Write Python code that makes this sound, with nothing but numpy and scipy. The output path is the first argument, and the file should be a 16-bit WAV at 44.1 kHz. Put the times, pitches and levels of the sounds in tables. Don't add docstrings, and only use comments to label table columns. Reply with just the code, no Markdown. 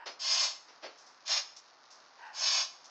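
import sys
import numpy as np
from scipy import signal
from scipy.fft import rfft, irfft
from scipy.io import wavfile
from scipy.ndimage import map_coordinates

SR = 44100
rng = np.random.default_rng(int(sys.argv[2]) if len(sys.argv) > 2 else 0)


def transcribe(signal):
    frames = np.atleast_2d(signal).T
    limited = np.clip(frames, -1, 1)
    pcm = np.round(limited * 32767).astype(np.int16)
    wavfile.write(sys.argv[1], SR, pcm)


N = 127890

# start, landing, rise and hold in s, first touch in dB below full, full level
# in dB, release in dB/s, body trim in dB, straw ring trim in dB, flex in Hz, hollow ring in dB,
# fine hiss in dB.
STROKES = [(0.189, 0.018, 0.15, 0.11, 14, -29, 245, 2.5, 4, 5400, -18.5, -18),
           (1.249, 0.013, 0.053, 0.08, 20, -33, 335, 6, 2, 5200, -24.5, -26),
           (2.325, 0.035, 0.12, 0.16, 20, -30, 286, 4, 4.5, 5160, -19.5, -21)]

CATCHES_PER_S, CATCH_SPREAD_DB = 9000, 3
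JUDDER_HZ, JUDDER_DB = 75.47, 1.01
RING_DB, RING_SCATTER_DB, RING_WANDER_HZ = -1, 1, 9.7
FLEX_DB, FLEX_WIDTH_HZ = -22, 2400
FINE_HZ, FINE_WIDTH_HZ = 7450, 800
BODY_DB, HOLLOW_HZ, HOLLOW_WIDTH_HZ = -16.5, 1064, 58
DENSE_T60_S, DENSE_DB, DENSE_LOW_HZ, DENSE_HIGH_HZ = 0.17, 10, 2000, 8800
SAND_DB, SAND_GROWTH_DB_PER_S = -68.5, 1.5
CALL_JITTER, CALL_JITTER_HZ, CALL_OVERTONE_DB = 0.045, 170, -16
YARD_DB, YARD_T60_S = -13.5, 0.5
AIR_DB, AIR_WAVER_DB = -62, 1.3


def stroke(t, start_s, landing_s, rise_s, hold_s, touch_db, full_db, release_db_per_s,
           body_db, ring_db, flex_hz, hollow_db, fine_db):
    # centre in s, half-width in s, force change in dB.
    snags = [(1.332, 0.017, 3), (1.377, 0.0035, 4.5), (2.451, 0.0031, -7), (2.605, 0.028, 1)]
    age = t - start_s
    press_db = -touch_db * (1 - np.clip(age / rise_s, 0, 1)) ** 1.26
    lift_db = -release_db_per_s * np.maximum(age - rise_s - hold_s, 0)
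    snag_db = sum(db * np.exp(-((t - at_s) / width_s) ** 2) for at_s, width_s, db in snags)
    force_db = full_db + press_db + lift_db + snag_db + JUDDER_DB * walk(JUDDER_HZ)
    force = np.clip(age / landing_s, 0, 1) * undb(force_db)
    return force * (straw_tips(t, ring_db, flex_hz, fine_db) + broom_body(body_db, hollow_db))


def straw_tips(t, ring_db, flex_hz, fine_db):
    # frequency in Hz, relative level in dB.
    rasp_spectrum = [(120, -43), (380, -44), (600, -17), (1400, -9), (2050, 7), (2400, 1.5), (3000, -3),
                     (3700, -1.5), (4500, -0.5), (5400, -3.5), (6100, -9), (6700, -4.5), (7050, -8.5),
                     (7500, -36.5), (8200, -62), (9000, -22)]
    catches = dense_ringing(clicks(), t)
    rasp = colour(catches, rasp_spectrum)
    flex = colour(ring(catches, flex_hz, FLEX_WIDTH_HZ), rasp_spectrum)
    fine = ring(ring(catches, FINE_HZ, FINE_WIDTH_HZ), FINE_HZ, FINE_WIDTH_HZ)
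    straws = undb(RING_DB + ring_db) * straw_ring()
    return unit(rasp + undb(FLEX_DB) * flex + straws + undb(fine_db) * fine)


def straw_ring():
    # frequency in Hz, width in Hz, relative level in dB.
    modes = [(2457, 11, -8.5), (3240, 78, -10), (3596, 35, -11), (4330, 12, -4.5), (4730, 47, -3),
             (4600, 18, -13.5), (4775, 8.5, 1.5), (4897, 48, -12), (5006, 16, 1.5), (5206, 45, 2),
             (5310, 120, 6.5), (5583, 22, 0.5), (5870, 25, -4.5), (6220, 54, -2.5), (6456, 45, -3.5),
             (6540, 22, -2.5), (6590, 25, -1)]
    ringing = sum(undb(db + RING_SCATTER_DB * walk(RING_WANDER_HZ)) * ring(clicks(), hz, width_hz)
                  for hz, width_hz, db in modes)
    band = signal.butter(4, [1500, 7000], "band", fs=SR, output="sos")
    return signal.sosfilt(band, unit(ringing))


def broom_body(body_db, hollow_db):
    # frequency in Hz, relative level in dB.
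    spectrum = [(40, -59.5), (130, -46), (300, -41), (430, -25.5), (580, 8.5), (700, 9), (900, 5.5),
                (1065, 10), (1170, 8.5), (1350, 4.5), (1700, 10), (2100, -2), (3500, 6.5), (8000, -36)]
    drag = undb(BODY_DB + body_db + JUDDER_DB * walk(JUDDER_HZ)) * colour(clicks(), spectrum)
    hollow = colour(ring(clicks(), HOLLOW_HZ, HOLLOW_WIDTH_HZ), spectrum)
    return drag + undb(hollow_db) * hollow


def dense_ringing(x, t, count=54):
    age = t[t < DENSE_T60_S]
    offset, phase = rng.random((count, 2)).T
    place = (np.arange(count) + 2 * offset) / (count + 1)
    hz = DENSE_LOW_HZ + (DENSE_HIGH_HZ - DENSE_LOW_HZ) * place
    weights = np.sqrt(np.sin(np.pi * place))
    tones = weights @ np.sin(2 * np.pi * (hz[:, None] * age + phase[:, None]))
    rung = signal.fftconvolve(x, tones * undb(-60 * age / DENSE_T60_S))[:N]
    return x + undb(DENSE_DB) * unit(rung)


def slap(t):
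    # start in s, level in dB, decay in s.
    strikes = [(1.278, -34.5, 0.011)]
    # frequency in Hz, relative level in dB.
    spectrum = [(300, -27.5), (900, -20), (3000, 0), (4500, 1), (5500, 6), (6800, 2.5), (7700, -17),
                (9000, -32)]
    return sum(undb(db) * burst(t - start_s, 0.002, 0, decay_s) * colour(clicks(), spectrum)
               for start_s, db, decay_s in strikes)


def shoe_scuffs(t):
    # start in s, level in dB, hold in s, decay in s, relative grit and thud in dB.
    scuffs = [(0.056, -43, 0.011, 0.029, 0, -15.5), (0.676, -60.5, 0.0075, 0.033, 1.5, -8),
              (0.823, -47, 0.021, 0.04, -3.5, 0)]
    # frequency in Hz, relative level in dB.
    sole_spectrum = [(60, -40), (150, -30), (280, 1.5), (480, 4), (650, 8.5), (900, 3.5), (1200, 4.5),
                     (1700, 4.5), (2250, 3.5), (3200, 0.5), (7000, -37)]
    grit_spectrum = [(150, -35), (800, -14), (2500, -11), (3300, -0.5), (3900, 0.5), (5400, 1.5),
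                     (6000, -4.5), (7000, -12.5), (8500, -51)]
    attack_s, thud_lag_s = 0.01, 0.013
    shoes = np.zeros(N)
    for start_s, db, hold_s, decay_s, grit_db, thud_db in scuffs:
        age = t - start_s
        sole = colour(clicks(), sole_spectrum)
        grit = colour(dense_ringing(clicks(), t), grit_spectrum)
        slide = burst(age, attack_s, hold_s, decay_s) * (sole + undb(grit_db) * grit)
        thud = colour(ring(rng.standard_normal(N), hz=500, width_hz=96), sole_spectrum)
        thud *= burst(age - thud_lag_s, attack_s=0.0081, hold_s=0, decay_s=0.034)
        shoes += undb(db) * (slide + undb(thud_db) * thud)
    return shoes


def loose_grit(t):
    # start in s, attack in s, level in dB, decay in s.
    ticks = [(.97, 0.02, -58, 0.053), (1.062, 0.004, -63, 0.05), (1.561, 0.0076, -47, 0.0098),
             (1.577, .003, -57, 0.016), (1.597, 0.0017, -62, 0.0024), (1.828, .002, -70, 0.0037),
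             (1.903, 0.0026, -54.5, 0.049), (2.07, 0.0094, -72, 0.013), (2.84, 0.0043, -55.5, 0.021),
             (2.854, 0.0028, -54.5, 0.0062)]
    # frequency in Hz, relative level in dB.
    tick_spectrum = [(150, -43), (800, -19), (3000, 1), (4500, 9.5), (5400, 16), (6700, 9.5), (7600, -5),
                     (9000, -25)]
    sand_spectrum = [(200, -44.5), (1500, -11.5), (3000, -5), (4400, 1.5), (5400, 0.5), (6700, -6),
                     (7500, -30), (9000, -51)]
    tick_gain = sum(undb(db) * burst(t - start_s, attack_s, 0, decay_s)
                    for start_s, attack_s, db, decay_s in ticks)
    first_s, _, rise_s, *_ = STROKES[0]
    sand_age = t - first_s - rise_s
    sand_gain = (sand_age > 0) * undb(SAND_DB + SAND_GROWTH_DB_PER_S * sand_age)
    sand = colour(clicks(per_s=840), sand_spectrum)
    return sand_gain * sand + tick_gain * colour(clicks(), tick_spectrum)


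def far_calls(t):
    # start, attack, hold and decay in s, level in dB, pitch in Hz, fall in Hz/s,
    # relative hoarseness in dB.
    calls = [(-0.02, 0.011, 0.049, 0.0093, -54, 953, 14, -0.5),
             (2.166, 0.0772, 0.045, 0.084, -55.5, 982, 904, 3.5)]
    # frequency in Hz, relative level in dB.
    spectrum = [(300, -40), (700, -6), (920, 3.5), (1250, -12), (1550, 1.5), (1850, -0.5), (2200, -15.5),
                (2750, -7), (3400, -23), (6000, -42)]
    voices = np.zeros(N)
    for start_s, attack_s, hold_s, decay_s, db, hz, fall_hz_per_s, hoarse_db in calls:
        age = t - start_s
        glide_hz = hz - fall_hz_per_s * np.clip(age, 0, attack_s + hold_s)
        pitch_hz = glide_hz * (1 + CALL_JITTER * walk(CALL_JITTER_HZ))
        phase = 2 * np.pi * np.cumsum(pitch_hz) / SR
        note = unit(np.sin(phase) + undb(CALL_OVERTONE_DB) * np.sin(2 * phase))
        hoarse = colour(rng.standard_normal(N) * (1 + np.cos(phase)), spectrum)
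        voices += undb(db) * burst(age, attack_s, hold_s, decay_s) * (note + undb(hoarse_db) * hoarse)
    return voices


def yard(x, t):
    # delay in s, gain in dB.
    walls = [(.0092, -11), (.021, -8.5), (.044, -44)]
    tail = rng.standard_normal(N) * undb(-60 * t / YARD_T60_S) * np.minimum(t / 0.02, 1)
    response = undb(YARD_DB) * tail / np.sqrt(np.sum(tail ** 2))
    for delay_s, db in walls:
        response[int(delay_s * SR)] += undb(db)
    return x + signal.fftconvolve(x, response)[:N]


def outdoor_air():
    # frequency in Hz, relative level in dB.
    spectrum = [(30, -44.5), (90, -30), (135, -9), (175, -15), (260, -5), (450, -3), (750, 4.5),
                (1150, 5.5), (1600, 1), (2500, -8), (3500, -19.5), (5200, -6), (6700, -33.5), (7300, -38.5),
                (9000, -46.5)]
    return colour(rng.standard_normal(N), spectrum) * undb(AIR_DB - AIR_WAVER_DB * walk(hz=11))


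def undb(db):
    return 10 ** (np.asarray(db) / 20)


def unit(x):
    return x / np.sqrt(np.mean(x ** 2))


def walk(hz):
    points = rng.standard_normal(2048)
    return map_coordinates(points, [np.arange(N) / SR * hz], order=2, mode="mirror")


def colour(x, points):
    hz, db = np.array(points, float).T
    bin_hz = np.maximum(np.arange(N // 2 + 1) * SR / N, 1)
    gain = undb(np.interp(np.log(bin_hz), np.log(hz), db))
    return unit(irfft(rfft(x) * gain, N))


def ring(x, hz, width_hz):
    pole = np.exp((2j * np.pi * hz - np.pi * width_hz) / SR)
    return unit(signal.lfilter([1], [1, -pole], x).imag)


def clicks(per_s=CATCHES_PER_S):
    size = undb(CATCH_SPREAD_DB * np.minimum(rng.exponential(size=N), 4))
    return unit((rng.random(N) < per_s / SR) * size * rng.choice([-1, 1], N))


def burst(age, attack_s, hold_s, decay_s):
    return np.clip(age / attack_s, 0, 1) * np.exp(-np.maximum(age - attack_s - hold_s, 0) / decay_s)


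def scene():
    t = np.arange(N) / SR
    sweeps = sum(stroke(t, *row) for row in STROKES)
    near = sweeps + shoe_scuffs(t) + loose_grit(t) + slap(t)
    return (yard(near + far_calls(t), t) + outdoor_air())[None]


def record(dry):
    top_hz = 8850
    return signal.sosfilt(signal.ellip(10, 0.2, 80, top_hz, fs=SR, output="sos"), dry)


dry = scene()
out = record(dry)
transcribe(out)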